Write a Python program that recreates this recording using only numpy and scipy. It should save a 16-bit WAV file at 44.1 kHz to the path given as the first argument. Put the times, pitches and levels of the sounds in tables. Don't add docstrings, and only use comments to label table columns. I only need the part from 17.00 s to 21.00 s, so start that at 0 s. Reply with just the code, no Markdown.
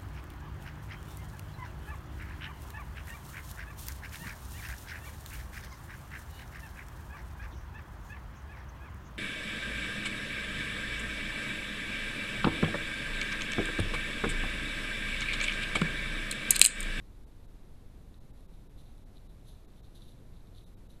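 import sys
import numpy as np
from scipy import signal
from scipy.fft import rfft, irfft
from scipy.io import wavfile

SR = 44100
rng = np.random.default_rng(int(sys.argv[2]) if len(sys.argv) > 2 else 0)


def unload_wav(signal):
    wavfile.write(
        sys.argv[1],
        SR,
        np.round(np.clip(np.atleast_2d(signal).T, -1, 1) * 32767).astype(np.int16),
    )


N = 176400
TIME = np.arange(N) / SR
FREQS = np.maximum(np.fft.rfftfreq(N, 1 / SR), 1e-3)


def from_db(db):
    return 10 ** (np.asarray(db) / 20)


def rms_one(x):
    return x / np.sqrt(np.mean(x ** 2) + 1e-20)


def gain_curve(points):
    hz, db = np.transpose(points)
    return from_db(np.interp(np.log(FREQS), np.log(hz), db))


# f/Hz, level/dB in a 1 Hz band
NOISE_SPECTRUM = [(10, -67.5), (20, -77.5), (35, -69.5), (60, -75.5), (100, -78), (200, -83.5),
                  (400, -91.5), (700, -97.5), (1000, -102), (1500, -106), (2200, -109), (3100, -111.6),
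                  (3800, -109.5), (4800, -114.7), (8500, -117.3), (10800, -115), (12500, -117.6),
                  (14000, -118.3)]
def rumble_and_hiss():
    white = rfft(rng.standard_normal(N))
    return irfft(white * gain_curve(NOISE_SPECTRUM) * np.sqrt(SR / 2), N)


# harmonic number, rms level/dB
THROB_HARMONICS = [(1, -54.5), (2, -61.5), (4, -67), (5, -73.5)]
def electrical_throb(pulse_hz=26.27):
    return sum(np.sqrt(2) * from_db(db) * np.sin(2 * np.pi * (harmonic * pulse_hz * TIME + rng.random()))
               for harmonic, db in THROB_HARMONICS)


# t/s, depth/dB, half width/s
HISS_DIPS = [(.2574, 19, .008), (.471, 12, .008), (1.1959, 23, .006), (1.324, 15, .009), (1.474, 18, .008),
             (1.6865, 20, .008), (2.0495, 20, .007), (2.2838, 18, .008), (2.6686, 21, .007),
             (2.8175, 17, .008), (3.653, 24, .010), (3.759, 34, .008), (3.8825, 17, .006)]
# f/Hz, level/dB (capped at 0)
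SPARED_SPECTRUM = [(700, 3.5), (1500, -8.5), (2300, -18.5), (3100, -24.5), (3850, 0.5), (4600, -42),
                   (12200, -16.5), (13200, -1)]
def treble_dips(sound):
    shape = 1.74
    depth_db = sum(db * np.exp(-np.abs((TIME - t) / width) ** shape) for t, db, width in HISS_DIPS)
    spared = irfft(rfft(sound) * np.minimum(gain_curve(SPARED_SPECTRUM), 1), N)
    return spared + (sound - spared) * from_db(-depth_db)


# f/Hz, width/Hz, gain/dB
PORT_RESONANCES = [(2975, 580, -1.5), (3760, 645, 11.5), (4300, 1530, -2), (6100, 960, -0.5),
                   (7550, 430, -3.5), (9730, 1740, -0.5), (11530, 1740, -1.5)]
def microphone_port(sound, high=False, split_hz=5000):
    modes = [(hz, width, db) for hz, width, db in PORT_RESONANCES if (hz > split_hz) == high]
    ringing = 0
    for k, (hz, width, db) in enumerate(modes):
        band = signal.butter(2, [hz - width / 2, hz + width / 2], "band", fs=SR, output="sos")
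        ringing += from_db(db) * (-1) ** k * signal.sosfilt(band, sound + 1e-18)
    return ringing


def ice_crunch(grains_per_s, spread_db, high=False):
    sizes = from_db(spread_db * np.minimum(rng.exponential(1, N), 4))
    signs = rng.choice([-1, 1], N)
    breaks = rng.random(N) < grains_per_s / SR
    return rms_one(microphone_port(sizes * signs * breaks, high))


# t/s, level/dB
STIR_LEVELS = [(0, -89), (1.1, -88.5), (2.0, -93), (2.7, -81), (3.3, -90), (4.0, -93)]
def grass_stir():
    level_db = np.interp(TIME, *np.transpose(STIR_LEVELS))
    return from_db(level_db) * ice_crunch(grains_per_s=500, spread_db=5.5)


# t/s, level/dB, f/Hz, brightness/dB
STALK_SNAPS = [(1.1422, -54.5, 3850, -14), (1.4074, -62.5, 3900, 2), (1.7835, -60, 3800, -4),
               (1.8015, -58.5, 3950, -8), (1.8675, -62.5, 3900, -10), (1.9807, -59.5, 3650, 0.5),
               (2.1705, -53, 3950, -10), (2.1806, -54.5, 3850, -10), (2.8533, -59, 3600, -10),
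               (2.8617, -62, 3500, -10), (2.9605, -55, 3750, 1), (3.0204, -49, 3650, -9),
               (3.092, -58, 3850, -7), (3.189, -60, 3600, -8), (3.406, -61, 3900, -10),
               (3.472, -59, 4000, -6), (3.5494, -56, 4150, -12), (3.5834, -50, 3550, -9),
               (3.9063, -55, 3800, -6)]
def stalk_snaps(ring_s=0.00036, echo_s=0.0062, echo_db=-16):
    out = np.zeros(N)
    age = np.arange(SR // 50) / SR
    impulse = 1.0 * (age == 0)
    click = microphone_port(impulse, high=True) / np.abs(microphone_port(impulse)).max()
    for t, db, hz, bright_db in STALK_SNAPS:
        ring = microphone_port(np.cos(2 * np.pi * hz * age) * np.exp(-age / ring_s))
        snap = from_db(db) * (ring / np.abs(ring).max() + from_db(bright_db) * click)
        for delay, gain in ((0, 1), (echo_s, from_db(echo_db))):
            start = int((t + delay) * SR)
            out[start:start + len(age)] += gain * snap
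    return out


def crust_bursts(burst_s=0.008, spread_db=1):
    knots = np.arange(0, N / SR + 1, burst_s)
    knot_db = spread_db * rng.standard_normal(4000)[:len(knots)]
    return rms_one(from_db(np.interp(TIME, knots, knot_db)))


# t/s of full weight, level/dB, rise/s, fall/s, frost trim/dB
HOOF_STEPS = [(1.395, -75.5, 0.04, .025, 0), (1.54, -77.5, .04, .09, -1), (1.79, -69.5, 0.015, 0.079, 1.5),
              (1.895, -74, 0.025, 0.024, -1), (2.168, -74, 0.027, 0.021, 0), (2.29, -72, 0.035, 0.028, -2),
              (2.492, -65.5, 0.035, 0.055, 2), (2.77, -74.5, 0.022, 0.032, 0),
              (2.853, -69.5, 0.016, 0.024, -5), (2.957, -63.5, 0.011, 0.044, 0.5),
              (3.036, -67, 0.03, 0.045, -1), (3.096, -66, 0.029, 0.041, -1), (3.37, -75, 0.033, .03, -3),
              (3.58, -67.5, 0.031, 0.039, 0.5), (3.646, -67.5, 0.011, 0.032, 5),
              (3.905, -67.5, 0.009, 0.036, 1)]
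def hoof_steps(frost_db=-5):
    coarse_power, frost_power = 0, 0
    for t, db, rise, fall, trim_db in HOOF_STEPS:
        age = TIME - t
        envelope = from_db(db) * np.exp(-(np.minimum(age, 0) / rise) ** 2 - np.maximum(age, 0) / fall)
        coarse_power += envelope ** 2
        frost_power += (envelope * from_db(frost_db + trim_db)) ** 2
    coarse = crust_bursts() * ice_crunch(grains_per_s=950, spread_db=1.3)
    frost = crust_bursts() * ice_crunch(grains_per_s=3800, spread_db=1.5, high=True)
    return np.sqrt(coarse_power) * coarse + np.sqrt(frost_power) * frost


def scene():
    deer = hoof_steps() + stalk_snaps() + grass_stir()
    camera = rumble_and_hiss() + electrical_throb()
    return treble_dips(deer + camera)[None]


def record(dry):
    cutoff_hz = 13850
    return irfft(rfft(dry) / np.sqrt(1 + (FREQS / cutoff_hz) ** 500), N)


dry = scene()
out = record(dry)
unload_wav(out)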